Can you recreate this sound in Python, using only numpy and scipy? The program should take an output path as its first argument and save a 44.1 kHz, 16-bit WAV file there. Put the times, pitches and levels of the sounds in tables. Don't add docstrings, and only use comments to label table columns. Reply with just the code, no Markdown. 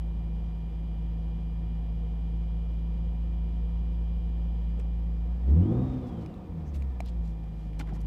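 import sys
import numpy as np
from scipy import signal
from scipy.fft import rfft, irfft, next_fast_len
from scipy.io import wavfile
from scipy.ndimage import uniform_filter1d

SR = 44100
rng = np.random.default_rng(int(sys.argv[2]) if len(sys.argv) > 2 else 0)


def generate_wav(signal):
    frames = np.transpose(np.atleast_2d(signal))
    scaled = np.clip(frames, -1, 1) * 32767
    pcm = np.round(scaled).astype(np.int16)
    wavfile.write(sys.argv[1], SR, pcm)


def gain_from_db(level_db):
    decades = np.asarray(level_db, float) / 20
    return 10 ** decades


N = 355490
T = np.arange(N) / SR


def evened(x):
    return x / np.sqrt(np.mean(x ** 2) + 1e-20)


def curve(points, lag_s=0):
    seconds, values = np.transpose(points)
    return np.interp(T - lag_s, seconds, values)


def colour(x, points):
    hz, db = np.transpose(points)
    size = next_fast_len(len(x), True)
    f = np.fft.rfftfreq(size, 1 / SR)
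    gain = gain_from_db(np.interp(np.log(f + 1), np.log(hz + 1), db))
    return irfft(rfft(x, size) * gain, size)[:len(x)]


def resonate(x, hz, width):
    r = np.exp(-np.pi * width / SR)
    turn = np.exp(2j * np.pi * min(hz, SR / 3) / SR)
    return 2 * signal.lfilter([1 - r], [1, -r * turn], x).real


def wander(rate_hz):
    step = 256
    pole = np.exp(-2 * np.pi * rate_hz * step / SR)
    slow = signal.lfilter([1], [1, -pole], rng.standard_normal(N // step + 2))
    return np.interp(np.arange(N) / step, np.arange(len(slow)), evened(slow))


def tone(turns, db, flutter_db, rate_hz):
    return np.sqrt(2) * gain_from_db(db + flutter_db * wander(rate_hz)) * np.cos(2 * np.pi * turns)


def fuzz(hz, width, db):
    band = resonate(resonate(rng.standard_normal(N), hz, width), hz, width)
    return gain_from_db(db) * evened(band)


def speed(lag_s):
    flywheel_s = 0.045
    # time in seconds, firings per second at the crankshaft.
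    firing_rate = [(0.0, 55.4), (0.5, 54.8), (2.0, 54.85), (3.0, 55.7), (4.0, 56.1), (5.2, 56.0),
                   (5.41, 60.0), (5.5, 72.7), (5.68, 114.0), (5.76, 127.0), (5.84, 131.6), (6.0, 125.5),
                   (6.4, 90.2), (6.62, 75.0), (6.95, 60.8), (7.18, 55.8), (7.5, 53.1), (8.06, 52.2)]
    return uniform_filter1d(curve(firing_rate, lag_s), size=round(flywheel_s * SR))


def under_load(load, on_db, cut_db):
    return on_db * np.maximum(load, 0) + cut_db * np.minimum(load, 0)


def effort(law, rate, load):
    idle_hz = 55.5
    idle_db, octave_db, on_db, both_db, cut_db = law
    octaves = np.log2(rate / idle_hz)
    return idle_db + octave_db * octaves + under_load(load, on_db + both_db * octaves, cut_db)


def orders(rate, load):
    multiples = [1, 2, 3, 3 / 2, 2 / 3]
    # level at idle in dB, dB gained under load, dB lost in fuel cut.
    strengths = [(-33.5, 14, 16.5), (-45, 10.5, 11), (-53.5, 13, 8), (-61, 17.5, -4.7), (-47, 0.5, 10)]
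    # pitch in Hz, width in Hz, level in dB.
    body = [(56.52, 3.1, 7), (69.6, 12.5, 6.5), (85, 12.6, 3), (126.1, 17, -19.5), (165.4, 15.2, 14),
            (183.3, 16, 3.5), (229, 27, 3), (257.3, 21, 6), (325, 26.5, 10.5), (41.6, 5.2, -14.5),
            (109, 8.1, -11.5)]
    ring_lag_s, skirt = 0.012, 1.26
    slow = T[::64]
    late_rate = np.interp(slow - ring_lag_s, T, rate)
    levels = []
    for multiple, (idle_db, on_db, cut_db) in zip(multiples, strengths):
        power = 0
        for hz, width, db in body:
            detuning = 2 * (multiple * late_rate - hz) / width
            power = power + gain_from_db(2 * db) / (1 + detuning ** 2) ** skirt
        body_db = np.interp(T, slow, 10 * np.log10(power))
        levels.append(idle_db + under_load(load, on_db, cut_db) + body_db)
    return levels


def boom(turns, rate, levels_db):
    first_db, second_db, third_db, bank_db, rocking_db = levels_db
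    shake = rate / rate[0]
    second_turns = 2 * turns + 0.4 + 0.04 * (shake - 1) * wander(30)
    third_turns = 3 * turns + 0.45 + 0.07 * (shake - 1) * wander(30)
    bank_turns = 3 * turns / 2 + 0.054 * (shake - 1) * wander(30)
    firing = tone(turns, first_db, 0.14 * shake ** 3, 18)
    firing += tone(second_turns, second_db, 1.5 * shake, 12)
    firing += tone(third_turns, third_db, 1.1 * shake, 12)
    firing += tone(bank_turns, bank_db, 3.4, 4)
    return firing + tone(2 * turns / 3, rocking_db, 1.2, 15)


def firing_pulses(turns, even, banks, uneven):
    cylinders = [1.2, -4.4, -1.6, -2.3, 3.1, -4]
    count = int(turns[-1]) + 2
    chance = rng.standard_normal(count) + np.resize(cylinders, count)
    strength = even + banks * np.resize([1, -1], count) + uneven * chance
    return np.diff(np.floor(turns), prepend=0) * strength[turns.astype(int)]


def knock(turns, knock_db):
    uneven_orders = [1 / 2, 7 / 6, 4 / 3, 5 / 2, 7 / 2, 4, 9 / 2, 5, 6, 13 / 2, 8.73]
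    uneven_db = [-12.5, -7.5, -13.5, 2.5, 2.5, -0.5, 1, -19, -2, -10.5, -3]
    # pitch in Hz, width in Hz, level in dB.
    cabin_modes = [(72, 18, -14), (172, 22, 5.5), (237, 37, -5), (309, 30, -0.5), (490, 27, -5)]
    pulse_colour = [(20, -48), (70, -5.5), (300, 7), (600, -32.5), (2000, -70.5)]  # (Hz, dB)
    pulses = colour(firing_pulses(turns, even=0, banks=0, uneven=1), pulse_colour)
    between = sum(tone(k * turns + rng.random(), db, 2.5, 4) for k, db in zip(uneven_orders, uneven_db))
    drive = gain_from_db(-1.5 + 0.083 * (knock_db + 50.5)) * evened(pulses)
    drive = drive + between * gain_from_db(-0.25 * (knock_db + 53))
    cabin = sum(gain_from_db(db) * resonate(drive, hz, width) for hz, width, db in cabin_modes)
    return gain_from_db(knock_db - 2.5) * evened(cabin + 0.23 * drive)


def roar(roar_db):
    # frequency in Hz, level in dB per Hz.
    roar_colour = [(18, -53.5), (26, -24.5), (45, -3.5), (85, -9.5), (130, -15.5), (190, -10.5), (250, -19),
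                   (340, -23.5), (430, -32), (650, -31.5), (870, -37.5), (1200, -39.5), (1600, -49),
                   (2400, -80.5)]
    # pitch in Hz, width in Hz, level in dB.
    panel_modes = [(474.5, 47, 13.5), (538.5, 38, 5.5), (721.6, 38, 12.5), (850, 15, -5.5), (950, 220, 1.5),
                   (1226, 54, -2.5)]
    rumble_hz, rumble_db = 60.4, -54.5
    noise = rng.standard_normal(N)
    panels = sum(gain_from_db(db) * resonate(noise, hz, width) for hz, width, db in panel_modes)
    shaped = colour(noise + 0.57 * panels, roar_colour)
    mids = colour(shaped, [(270, -80), (280, 0), (1200, 0), (1230, -80)])
    rumble = colour(shaped, [(rumble_hz * 0.9, 0), (rumble_hz * 0.77, -30)])
    throttled = gain_from_db(roar_db + 0.68 * wander(24)) * (shaped - rumble)
    return (throttled + gain_from_db(rumble_db) * rumble) / mids.std()


def intake(hiss_db):
    # frequency in Hz, level in dB per Hz.
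    air_colour = [(900, -15.5), (1200, -4.5), (1520, -6.5), (1790, -1), (2270, -3), (2730, -6.5),
                  (3500, -6.5), (4210, -12.5), (5120, -13.5), (6500, -19.5), (8000, -21), (12500, -34.5),
                  (16000, -44.5)]
    gusts_db = 0.7 * wander(15)
    return gain_from_db(hiss_db - 3.5 + gusts_db) * evened(colour(rng.standard_normal(N), air_colour))


def alternator(load):
    # whine pitch in Hz, level in dB.
    dashboard = [(1590, -92.5), (1680, -79.5), (1750, -71), (1950, -81), (2300, -84), (2700, -76),
                 (3200, -70.5), (3750, -74.5)]
    whine_hz = 28.6 * speed(0)
    whine_db = np.interp(whine_hz, *np.transpose(dashboard)) + 0.8 * load
    return tone(np.cumsum(whine_hz) / SR, whine_db, 2.2, 16)


def fuel_pump(tilt_db):
    harmonics_db = [-77, -97.5, -78, -89, -97.5]
    # pitch in Hz, width in Hz, level in dB.
    rush = (3140, 500, -76)
    pump_hz = 976.3
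    pump = sum(tone(k * pump_hz * T, db, 0.71, 11) for k, db in enumerate(harmonics_db, 1))
    return gain_from_db(2.2 * tilt_db) * (pump + fuzz(*rush))


def electrics(tilt_db):
    harmonics_db = [-68.5, -99, -74, -81, -99, -85, -97.5]
    # pitch in Hz, level in dB.
    lone_tones = [(943, -72.5), (1771, -82.5), (11999, -104)]
    # pitch in Hz, width in Hz, level in dB.
    sizzle = (13800, 600, -90)
    buzz_hz = 800.2
    low = tone(buzz_hz * T, harmonics_db[0], 1.67, 2.1)
    high = sum(tone(k * buzz_hz * T, db, 0.27, 2.1) for k, db in enumerate(harmonics_db[1:], 2))
    steady = sum(tone(hz * T + 0.12 * wander(3), db, 2.2, 5) for hz, db in lone_tones)
    return low + gain_from_db(tilt_db) * high + steady + fuzz(*sizzle)


def rubs():
    # start in seconds, length in seconds, level in dB, centre in Hz, width in Hz.
    skin = [(0, .034, -80, 4000, 9000), (4.797, .012, -58, 1500, 2490), (6.808, 0.0096, -63.5, 1200, 1500),
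            (6.052, .06, -69, 4034, 4040), (6.196, .05, -70.5, 3970, 4000), (6.65, .067, -72.5, 5960, 1510),
            (6.733, 0.043, -58.5, 2860, 8000), (6.754, 0.072, -77, 8400, 2500),
            (7.041, 0.073, -60.5, 3500, 2470), (7.079, .023, -70, 7460, 3000),
            (7.212, 0.13, -69.5, 3500, 6000), (7.506, 0.28, -75.5, 4000, 6000),
            (7.788, 0.008, -62.5, 6200, 5000), (7.791, .013, -46.5, 2500, 8700),
            (7.793, 0.03, -46.5, 1380, 2500), (7.797, 0.039, -64, 2500, 4000),
            (7.861, 0.058, -55.5, 1090, 1190), (7.941, 0.032, -63, 1870, 500),
            (7.927, .05, -66, 5000, 6000), (8.008, 0.014, -60.5, 5940, 12100),
            (8.056, 0.014, -65.5, 6037, 12000)]
    # start in seconds, length in seconds, level
    # in dB, centre in Hz.
    dull = [(4.785, .026, -50, 400), (5.468, .11, -43.5, 310), (7.773, 0.087, -45.5, 270),
            (7.793, .03, -51, 820), (7.819, .037, -59, 900), (7.888, .07, -46, 268),
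            (7.9, 0.05, -50.5, 680), (7.911, .035, -37.5, 150), (7.941, 0.047, -57, 950)]
    bump_width = 0.45
    out = np.zeros(N + SR)
    for start, length, db, hz, width in [*skin, *((*row, bump_width * row[-1]) for row in dull)]:
        grip = evened(uniform_filter1d(rng.standard_normal(10000), size=30))
        grains = rng.standard_normal(10000) * gain_from_db(3.1 * grip)
        n = min(round(length * SR), len(grains))
        band = resonate(resonate(grains, hz, width), hz, width)
        out[round(start * SR):][:n] += gain_from_db(db) * evened(band[:n]) * signal.windows.tukey(n, 0.7)
    return out[:N]


def clicks():
    # start in seconds, peak level in dB, ring in Hz, thud as a share of the ring.
    taps = [(4.7918, -54.5, 7500, .3), (4.7976, -47, 8150, .8), (4.798, -44, 2380, .4),
            (4.8114, -52, 5130, .1), (4.998, -54.5, 2400, 2.2), (6.2616, -42.5, 2400, 0.45),
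            (6.2609, -47, 5100, .1), (6.341, -50.5, 3880, .2), (6.593, -56, 910, 1.5),
            (6.679, -50, 6050, .1), (6.772, -52, 9100, .1), (6.822, -39, 2340, .2), (6.825, -50, 3850, .1),
            (6.9038, -62.5, 6000, .1), (7.004, -28, 2320, 1.56), (7.0074, -38.5, 4040, 0.77),
            (7.0601, -43, 10000, .2), (7.439, -51, 2420, .3), (7.732, -49, 2310, .4),
            (7.7935, -45.5, 1480, .4), (7.7989, -32, 2310, 0.36), (7.873, -44, 2030, .8),
            (7.8926, -43.5, 1950, 0.64), (8.005, -49, 4550, .2), (7.885, -54, 1400, .8),
            (7.935, -52.5, 5000, .4), (7.95, -60, 4000, .4), (7.966, -51.5, 1900, 0.88)]
    usual_hz, usual_s = 2400, 0.012
    out = np.zeros(N + SR)
    t = np.arange(3000) / SR
    for start, db, ring_hz, thud in taps:
        t60 = usual_s * (usual_hz / ring_hz) ** 0.3
        crack = np.clip(0.25 + 0.18 * np.log2(ring_hz / usual_hz), 0, 1)
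        rings = np.sin(2 * np.pi * ring_hz * t)
        rings += thud * np.sin(2 * np.pi * 700 * t) * gain_from_db(30 * t / t60)
        snap = evened(resonate(resonate(rng.standard_normal(len(t)), 3000, 7200), 3500, 12000))
        fade = gain_from_db(db - 60 * t / t60) * np.minimum(t / 0.00055, 1)
        out[round(start * SR):][:len(t)] += (crack * snap + (1 - crack) * rings) * fade
    return out[:N]


def surge(turns, surge_db):
    # pitch in Hz, width in Hz, level in dB.
    ringing = [(68, 10, 3.5), (86, 8.9, 2.5), (164, 11, 0), (190.6, 15, -3.5), (245.8, 18, -0.5),
               (338, 18, 0), (400, 20, -10.5), (495, 16, -7.5), (746, 19, -14)]
    pulses = firing_pulses(turns, even=1, banks=0.54, uneven=0.17)
    drive = gain_from_db(surge_db) * evened(pulses)
    rung = sum(gain_from_db(db) * resonate(resonate(drive, hz, width), hz, 2 * width) for hz, width, db in ringing)
    return gain_from_db(22) * rung


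def scene():
    # time in seconds, load (0 idle, 1 throttle open, -1 fuel cut as the engine sinks back).
    throttle = [(0.0, -0.18), (2.0, -0.058), (3.0, -0.12), (5.2, -0.16), (5.4, 0.01), (5.5, 0.65),
                (5.6, 0.77), (5.7, 0.69), (5.8, 0.62), (5.9, 0.039), (6.05, -0.18), (6.2, -0.19),
                (6.45, -1.1), (6.6, -0.48), (6.8, -0.18), (7.0, -0.13), (7.4, -0.29), (8.06, 0.25)]
    # time in seconds, level change in dB as the microphone tilts off the dashboard.
    tilt = [(0, 1.1), (4.6, 1.4), (5.2, -0.5), (5.8, -3.5), (6.2, -7), (6.8, -6), (7.1, -3.5), (8.06, 0)]
    # dB at idle, dB an octave of speed, dB under load, dB under load an octave,
    # dB lost in fuel cut. First the knock.
    knock_law = (-51.5, 6.5, 24, -7, 2.5)
    roar_law = (-56, 7.5, 1.8, 5, 1)
    hiss_law = (-66, 4, 4.5, -3.9, 2.8)
    surge_law = (-65.5, 11.5, 26.5, 2, 5.5)
    rate = speed(0.035)
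    load, tilt_db = curve(throttle), curve(tilt)
    turns = np.cumsum(rate) / SR
    engine = boom(turns, rate, orders(rate, load))
    engine += knock(turns, effort(knock_law, rate, load))
    engine += roar(effort(roar_law, rate, load))
    engine += surge(turns, effort(surge_law, rate, load))
    cabin = intake(effort(hiss_law, rate, load)) + alternator(load)
    cabin += fuel_pump(tilt_db) + electrics(tilt_db)
    return (engine + cabin + rubs() + clicks())[None]


def low_pass(x):
    return signal.sosfilt(signal.butter(12, 15700, fs=SR, output="sos"), x)


def record(dry):
    floor_db = -80.5
    noisy = dry[0] + gain_from_db(floor_db) * rng.standard_normal(N)
    mix = colour(noisy, [(15, -13.5), (26, 0), (15600, 0), (15800, -43)])[None]
    return low_pass(mix)


dry = scene()
out = record(dry)
generate_wav(out)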